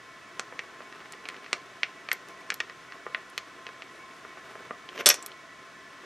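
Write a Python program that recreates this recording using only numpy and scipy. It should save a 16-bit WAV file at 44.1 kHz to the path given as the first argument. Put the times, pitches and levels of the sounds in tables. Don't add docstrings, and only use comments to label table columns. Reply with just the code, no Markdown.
import sys
import numpy as np
from scipy import signal
from scipy.fft import rfft, irfft
from scipy.io import wavfile
from scipy.ndimage import uniform_filter1d, minimum_filter1d

SR = 44100
rng = np.random.default_rng(int(sys.argv[2]) if len(sys.argv) > 2 else 0)


def file_out(sig):
    cols = np.atleast_2d(sig).T
    lim = np.clip(cols, -1, 1)
    pcm = np.round(lim * 32767).astype(np.int16)
    wavfile.write(sys.argv[1], SR, pcm)


N = 266849
TIME = np.arange(N) / SR

# pitch in Hz, width in Hz, boost or cut in dB.
RAIL_RESONANCES = [(900, 200, -3.5), (1183, 240, 6), (1940, 360, 4.5), (2620, 270, 2), (3264, 150, 3.5),
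                   (3520, 520, -2), (4320, 580, 3.5)]
# time in seconds, relative level in dB.
HAND_EFFORT = [(0, -68), (.35, -57), (.95, -52.5), (1.4, -54.5), (1.7, -57.5), (2.4, -54), (2.85, -59.5),
               (4.3, -56), (4.6, -50.5), (4.72, -57), (5.25, -53), (5.45, -65), (6.05, -56)]


def rail_knocks():
    # start in seconds, ring level in dB, ring pitch in Hz, ring width in Hz,
    # shell thud in dB, steel crack in dB, treble limit in Hz. Levels are relative.
    knocks = [(0.3955, 3.5, 1850, 2000, 6, -5.5, 8400), (0.592, 11, 2050, 800, -4, -15.5, 6800),
              (1.2878, 4, 2180, 1650, -5, -17, 10600), (1.53, 15, 2270, 1900, 9, -1, 7700),
              (1.8325, 18, 2250, 1210, 3.5, -4.5, 5300), (2.1156, 17.5, 2090, 1150, -10, -7, 8140),
              (2.5029, 14, 1960, 1200, -7, -5, 7800), (2.6028, 9, 2160, 1300, -13, -6.5, 6900),
              (2.60385, 12.5, 2180, 1320, 2, -18, 6800), (3.1472, 14, 2010, 1270, 0, -14, 4300),
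              (3.3782, 7.5, 2470, 2170, -1, -7, 7150)]
    # start in seconds, relative thud level in dB.
    shell_bumps = [(0.5244, 0), (0.8053, -2), (3.0654, 5.5), (4.25, -4.5), (4.3721, -4.5), (4.5544, -1.5),
                   (4.7082, 7), (5.0081, 5.5)]
    # start in seconds, relative ring level in dB, pitch in Hz.
    faint_knocks = [(0.82, -10, 2300), (0.9256, -6.5, 1700), (0.95, -11, 1490), (1.004, -10.5, 1600),
                    (1.058, -13, 1900), (1.1355, -6, 1990), (1.2549, -1, 2550), (1.3, -5, 2300),
                    (1.3439, -7, 1900), (1.3652, -9.5, 2700), (1.444, -8.5, 2600), (1.4625, -6, 1780),
                    (2.0879, 4.5, 2200), (2.5207, 3, 1910), (2.6974, -3.5, 1830), (2.9222, -3, 1840),
                    (3.6668, 0.5, 2220), (3.6896, -5, 1750), (3.8214, -1.5, 2500), (4.8898, -2, 2940),
                    (4.9779, 0.5, 2100), (5.3178, -8, 3060)]
    bumps = [(start, db - 21.5, 1200, 1320, db, db - 41, 2600) for start, db in shell_bumps]
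    faint = [(start, db, hz, 1380, db - 6, db - 20, 5360) for start, db, hz in faint_knocks]
    rows = knocks + bumps + faint
    return amp(-4) * play_hits(rows, RAIL_RESONANCES, smear_s=0.00094, shiver_db=-4.5,
                               fade_s=0.034, dull_hz=8200)


def bolt_ticks():
    # start in seconds, ring level in dB, ring pitch in Hz, ring width in Hz,
    # thud in dB, crack in dB. Levels are relative.
    ticks = [(1.123, -16, 7400, 3000, -27, -27.5), (2.1298, 2.5, 11940, 800, -9, -18.5),
             (2.286, -27, 7160, 1200, -15.5, -34), (2.5417, -4, 11850, 700, -22, -20.5),
             (3.3, -27, 10100, 1900, -39, -44), (3.378, -10, 11600, 1200, -35, -32),
             (5.2261, -8.5, 7710, 1400, -35, -28.5), (5.2621, -6, 11000, 1800, -24, -21),
             (5.2630, -4, 14100, 250, -28, -23)]
    treble_hz = 14300
    rows = [(*tick, treble_hz) for tick in ticks]
    return amp(2.5) * play_hits(rows, RAIL_RESONANCES, smear_s=0.00088, shiver_db=-3,
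                                fade_s=0.022, dull_hz=10000)


def plate_clatter():
    # start in seconds, ring level in dB, ring pitch in Hz, ring width in Hz, # thud in dB, crack in
    # dB, treble limit in Hz. Levels are relative. # The rows at 5.0890 and 5.0905 s are the bolt, set ringing
    strikes = [(5.0597, 28, 3515, 560, 5.5, 16.5, 10000), (5.0650, 19, 5600, 900, 12, 19, 11700),
               (5.0695, 20, 3480, 500, 9.5, 10.5, 10000), (5.0890, 34, 11480, 450, 6.5, 12, 11500),
               (5.0905, 15, 14100, 250, -7, 3, 14500), (5.1004, 26.5, 5700, 800, 2.5, 4, 7980),
               (5.1022, 20, 2280, 2200, 1.5, 3.5, 8000), (5.1116, 8, 1680, 1700, -12.5, -6.5, 12530),
               (5.1421, 3, 2250, 900, 0, -4, 11600)]
    # pitch in Hz, width in Hz, boost or cut in dB.
    post_resonances = [(286, 76, 8), (607, 130, 8.5), (920, 320, -5), (4400, 600, -2)]
    hits = play_hits(strikes, post_resonances, smear_s=0.0016, shiver_db=-2.5,
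                     fade_s=0.077, dull_hz=9000)
    return ring_plate(amp(-4.5) * hits, ring_db=-14.5, freedom=0.87)


def ring_plate(hits, ring_db, freedom):
    # pitch in Hz, relative level in dB, seconds to fade by 60 dB when fully free.
    plate_tones = [(596, 1, 0.089), (1260, 2.5, 0.08), (1550, -1, 0.09), (1900, 1.5, 0.0784),
                   (2260, -9.5, 0.1), (2560, -2, 0.11), (3480, -1.5, 0.111), (3693, -4, 0.1),
                   (4290, 1.5, 0.13), (5060, -4, 0.07), (5735, -10, 0.045), (6270, -2, 0.1),
                   (8600, -3.5, 0.08), (11480, 7, 0.018), (14100, 2, 0.11)]
    t = np.arange(SR // 2) / SR
    ring = sum(amp(db) * 10 ** (-3 * t / (fade_s * freedom)) * np.sin(2 * np.pi * hz * t)
               for hz, db, fade_s in plate_tones)
    return hits + amp(ring_db) * signal.oaconvolve(hits, ring / np.linalg.norm(ring))[:N]


def play_hits(rows, body, smear_s, shiver_db, fade_s, dull_hz, size=2048):
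    out = np.zeros(N)
    lead = 64
    smear = bending_delay(np.fft.rfftfreq(size, 1 / SR), smear_s)
    for start, *settings in rows:
        pulse = irfft(rfft(hit(*settings, body, size)) * smear)
        pulse = np.roll(pulse, lead) * signal.windows.tukey(size, lead / size)
        add(out, start - lead / SR, signal.fftconvolve(pulse, shiver(shiver_db, fade_s, dull_hz)))
    return out


def hit(ring_db, ring_hz, ring_width, thud_db, crack_db, treble_hz, body, size):
    # pitch in Hz, width in Hz, relative level in dB.
    steel_parts = [(3210, 5800, 2.5), (4390, 490, -10), (5680, 710, 7.5), (7100, 2010, 0), (8240, 310, 6),
                   (9570, 400, 3.5), (11200, 1100, -1), (11850, 330, -1), (14100, 240, -7)]
    f = abs(np.fft.fftfreq(size, 1 / SR))
    ring = amp(ring_db) * resonance(f, ring_hz, ring_width) ** 0.89
    bass_loss = f / np.hypot(f, 232)
    thud = amp(thud_db) * resonance(f, 570, 1180) ** 0.73 * bass_loss
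    crack = amp(crack_db) * np.sqrt(summed_resonances(f, steel_parts))
    snap = amp(crack_db - 24) / np.sqrt(1 + (f / 13000) ** 12)
    power = (ring ** 2 + thud ** 2 + crack ** 2) / (1 + (f / treble_hz) ** 12) + snap ** 2
    body_tone = amp(sum(db * resonance(f, hz, width) for hz, width, db in body))
    spot_tone = amp(np.interp(f, np.geomspace(500, SR / 2, 24), 1.3 * rng.standard_normal(24)))
    return sharpest_pulse(np.sqrt(power) * body_tone * spot_tone)


def shiver(shiver_db, fade_s, dull_hz, size=4096):
    t = np.arange(size) / SR
    flicker = amp(3.1 * unit_level(uniform_filter1d(rng.standard_normal(size), size=50)))
    rise_and_fall = (1 - np.exp(-t / 0.00073)) * 10 ** (-3 * t / fade_s)
    shake = flicker * rng.standard_normal(size) * rise_and_fall
    soften = signal.butter(1, dull_hz, fs=SR)
    return (t == 0) + amp(shiver_db) * signal.lfilter(*soften, shake / np.linalg.norm(shake))


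def bending_delay(f, smear_s):
    delay = np.interp(f, np.geomspace(300, SR / 2, 40), rng.random(40) * smear_s)
    delay /= np.sqrt(np.maximum(f / 2500, 1))
    return np.exp(-2j * np.pi * np.cumsum(delay) * f[1])


def rail_scrape():
    # pitch in Hz, relative level in dB.
    scrape_tone = [(100, -31), (330, -0.5), (560, 5), (850, -11), (1400, -2.5), (2200, -3.5), (3100, -3),
                   (4300, -18), (5800, -13), (9500, -36), (11900, -21), (15000, -55)]
    pull = amp(-30.5) * stroke(peak_s=5.008, rise_s=0.059, fall_s=0.016)
    return friction(pull, scrape_tone, slips_per_s=330, spread_db=2, hiss_db=-8)


def hand_rub():
    # pitch in Hz, relative level in dB.
    rub_tone = [(60, -35), (200, -0.5), (420, -3.5), (900, -2), (2500, -8), (5000, -21), (11000, -32),
                (15000, -48)]
    return amp(-5.5) * friction(level(HAND_EFFORT), rub_tone, slips_per_s=280, spread_db=-2, hiss_db=6.5)


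def sleeve_swishes():
    # loudest moment in seconds, fade in and out in seconds.
    brushes = [(3.96, 0.12), (4.17, .1), (4.52, .22)]
    # pitch in Hz, relative level in dB.
    cloth_tone = [(1000, -26), (3000, 3.5), (7000, 0), (11500, -4), (14500, -23)]
    gain = amp(-65) * sum(stroke(peak_s, fade_s, fade_s) for peak_s, fade_s in brushes)
    return friction(gain, cloth_tone, slips_per_s=2200, spread_db=6, hiss_db=6)


def rail_creaks():
    # pitch in Hz, relative level in dB.
    creak_tone = [(100, -30), (330, 4), (800, -6.5), (1400, 2.5), (2700, -6), (5000, -17.5), (12000, -27.5)]
    slips = amp(-7.5) * friction(level(HAND_EFFORT), creak_tone, slips_per_s=70, spread_db=2, hiss_db=-10)
    return signal.oaconvolve(slips, shiver(shiver_db=7, fade_s=0.05, dull_hz=5970))[:N]


def bolt_turn():
    # pitch in Hz, relative level in dB.
    drag_tone = [(400, -18), (1400, 8), (2800, -5), (4200, -7), (8000, -22), (14000, -35)]
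    gain = amp(-63) * stroke(peak_s=1.5, rise_s=0.57, fall_s=0.41)
    return friction(gain, drag_tone, slips_per_s=300, spread_db=0, hiss_db=-4)


def friction(gain, tone, slips_per_s, spread_db, hiss_db):
    slipping = rng.random(N) < slips_per_s / SR
    sizes = amp(spread_db * np.minimum(rng.exponential(1, N), 3.5))
    slips = unit_level(slipping * sizes * rng.choice([-1, 1], N))
    hiss = amp(hiss_db) * rng.standard_normal(N)
    return gain * unit_level(shape_tone(slips + hiss, tone))


def fan():
    # pitch in Hz, relative level in dB.
    air_tone = [(25, -20), (60, -15.5), (105, -9), (140, -4.5), (400, -2.5), (680, -5.5), (860, -10.5),
                (1150, -5.5), (2050, -5.5), (2800, -9), (3300, -7.5), (4300, -13.5), (5900, -13.5),
                (10000, -25.5), (15000, -37.5)]
    # pitch in Hz, width in Hz, level above the air noise in dB.
    housing_resonances = [(61.3, 5.8, 6.5), (125.3, 9.8, 5.5), (350, 51, -0.5), (668, 39, 9),
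                          (1048.5, 11.5, 23), (1111, 14, 11.5), (1308, 25, 11.5), (1453, 170, 6.5),
                          (1743, 14, 16.5), (1900, 16, 11.5), (1960, 14, 14.5), (2237, 14.3, 16),
                          (2600, 34, 6.5)]
    # pitch in Hz, level of the side against the centre in dB.
    stereo_width = [(60, -3.5), (110, -15.5), (200, -8), (380, -9), (700, -11.5), (1290, -16.5),
                    (2380, -15.5), (4400, -12), (8120, -10), (15000, -28.5)]
    f = np.fft.rfftfreq(N, 1 / SR)
    housing = np.sqrt(1 + summed_resonances(f, housing_resonances))
    tone = amp(value_at(air_tone, f)) * housing
    centre, side = (amp(-49) * unit_level(irfft(rfft(noise) * tone, N))
                    for noise in rng.standard_normal((2, N)))
    return centre, shape_tone(side, stereo_width)


def early_echoes(x):
    out = np.zeros(N)
    dull = signal.lfilter(*signal.butter(1, 4000, fs=SR), x)
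    add(out, 0.0048, amp(-23) * dull)
    add(out, 0.0105, amp(-27) * dull)
    return out


def room(x, gain_db):
    # pitch in Hz, seconds to fade by 60 dB.
    fade_times = [(150, 0.13), (600, 0.17), (2500, 0.17), (6000, 0.23), (9000, 0.12), (14000, 0.093)]
    # pitch in Hz, boost or cut in dB.
    room_tone = [(100, -0.5), (500, 11), (2500, -1), (6000, -1.5), (12000, -6)]
    hz, t, noise = signal.stft(rng.standard_normal(SR // 2), SR, nperseg=256)
    fade = 10 ** (-3 * t / value_at(fade_times, hz)[:, None])
    tail = signal.istft(noise * fade, SR, nperseg=256)[1]
    tail *= np.clip(np.arange(len(tail)) / SR / 0.0072, 0, 1)
    return amp(gain_db) * signal.oaconvolve(shape_tone(x, room_tone), tail / np.linalg.norm(tail))[:N]


def amp(db):
    return 10 ** (np.asarray(db) / 20)


def unit_level(x):
    return x / np.sqrt(np.mean(x ** 2) + 1e-20)


def value_at(points, hz):
    pitches, values = np.transpose(points)
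    return np.interp(np.log(hz + 1), np.log(pitches + 1), values)


def level(curve):
    return amp(np.interp(TIME, *np.transpose(curve), left=-120, right=-120))


def stroke(peak_s, rise_s, fall_s):
    return 10 ** -np.maximum((peak_s - TIME) / rise_s, (TIME - peak_s) / fall_s)


def add(mix, start, sound):
    part = mix[max(round(start * SR), 0):][:len(sound)]
    part += sound[:len(part)]


def shape_tone(x, tone):
    f = np.fft.rfftfreq(len(x), 1 / SR)
    return irfft(rfft(x) * amp(value_at(tone, f)), len(x))


def resonance(f, hz, width):
    return 1 / (1 + ((f * f - hz * hz) / (f * width + 1e-9)) ** 2)


def summed_resonances(f, rows):
    return sum(amp(db) ** 2 * resonance(f, hz, width) for hz, width, db in rows)


def sharpest_pulse(gain):
    log_gain = np.log(np.maximum(gain, 1e-5))
    return np.fft.ifft(np.exp(np.conj(signal.hilbert(log_gain)))).real


def limit(x, ceiling=0.95, size=45):
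    gain = ceiling / np.maximum(abs(x).max(0), ceiling)
    return x * uniform_filter1d(minimum_filter1d(gain, size), size)


def scene():
    gripped = ring_plate(rail_knocks() + bolt_ticks(), ring_db=-25.5, freedom=0.45)
    near = gripped + plate_clatter() + rail_scrape()
    near += hand_rub() + sleeve_swishes() + rail_creaks() + bolt_turn()
    fan_centre, fan_side = fan()
    centre = near + early_echoes(near) + room(near, gain_db=-16) + fan_centre
    side = amp(-15) * np.gradient(near) + room(near, gain_db=-34.5) + fan_side
    return np.array([centre + side, centre - side])


def record(dry):
    no_rumble = signal.lfilter(*signal.butter(2, 30, "high", fs=SR), dry)
    softened = signal.lfilter(*signal.butter(6, 15000, fs=SR), no_rumble)
    top_cut = signal.firwin(511, 16200, window=("kaiser", 9), fs=SR)
    return signal.oaconvolve(limit(softened), top_cut[None], "same")


dry = scene()
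out = record(dry)
file_out(out)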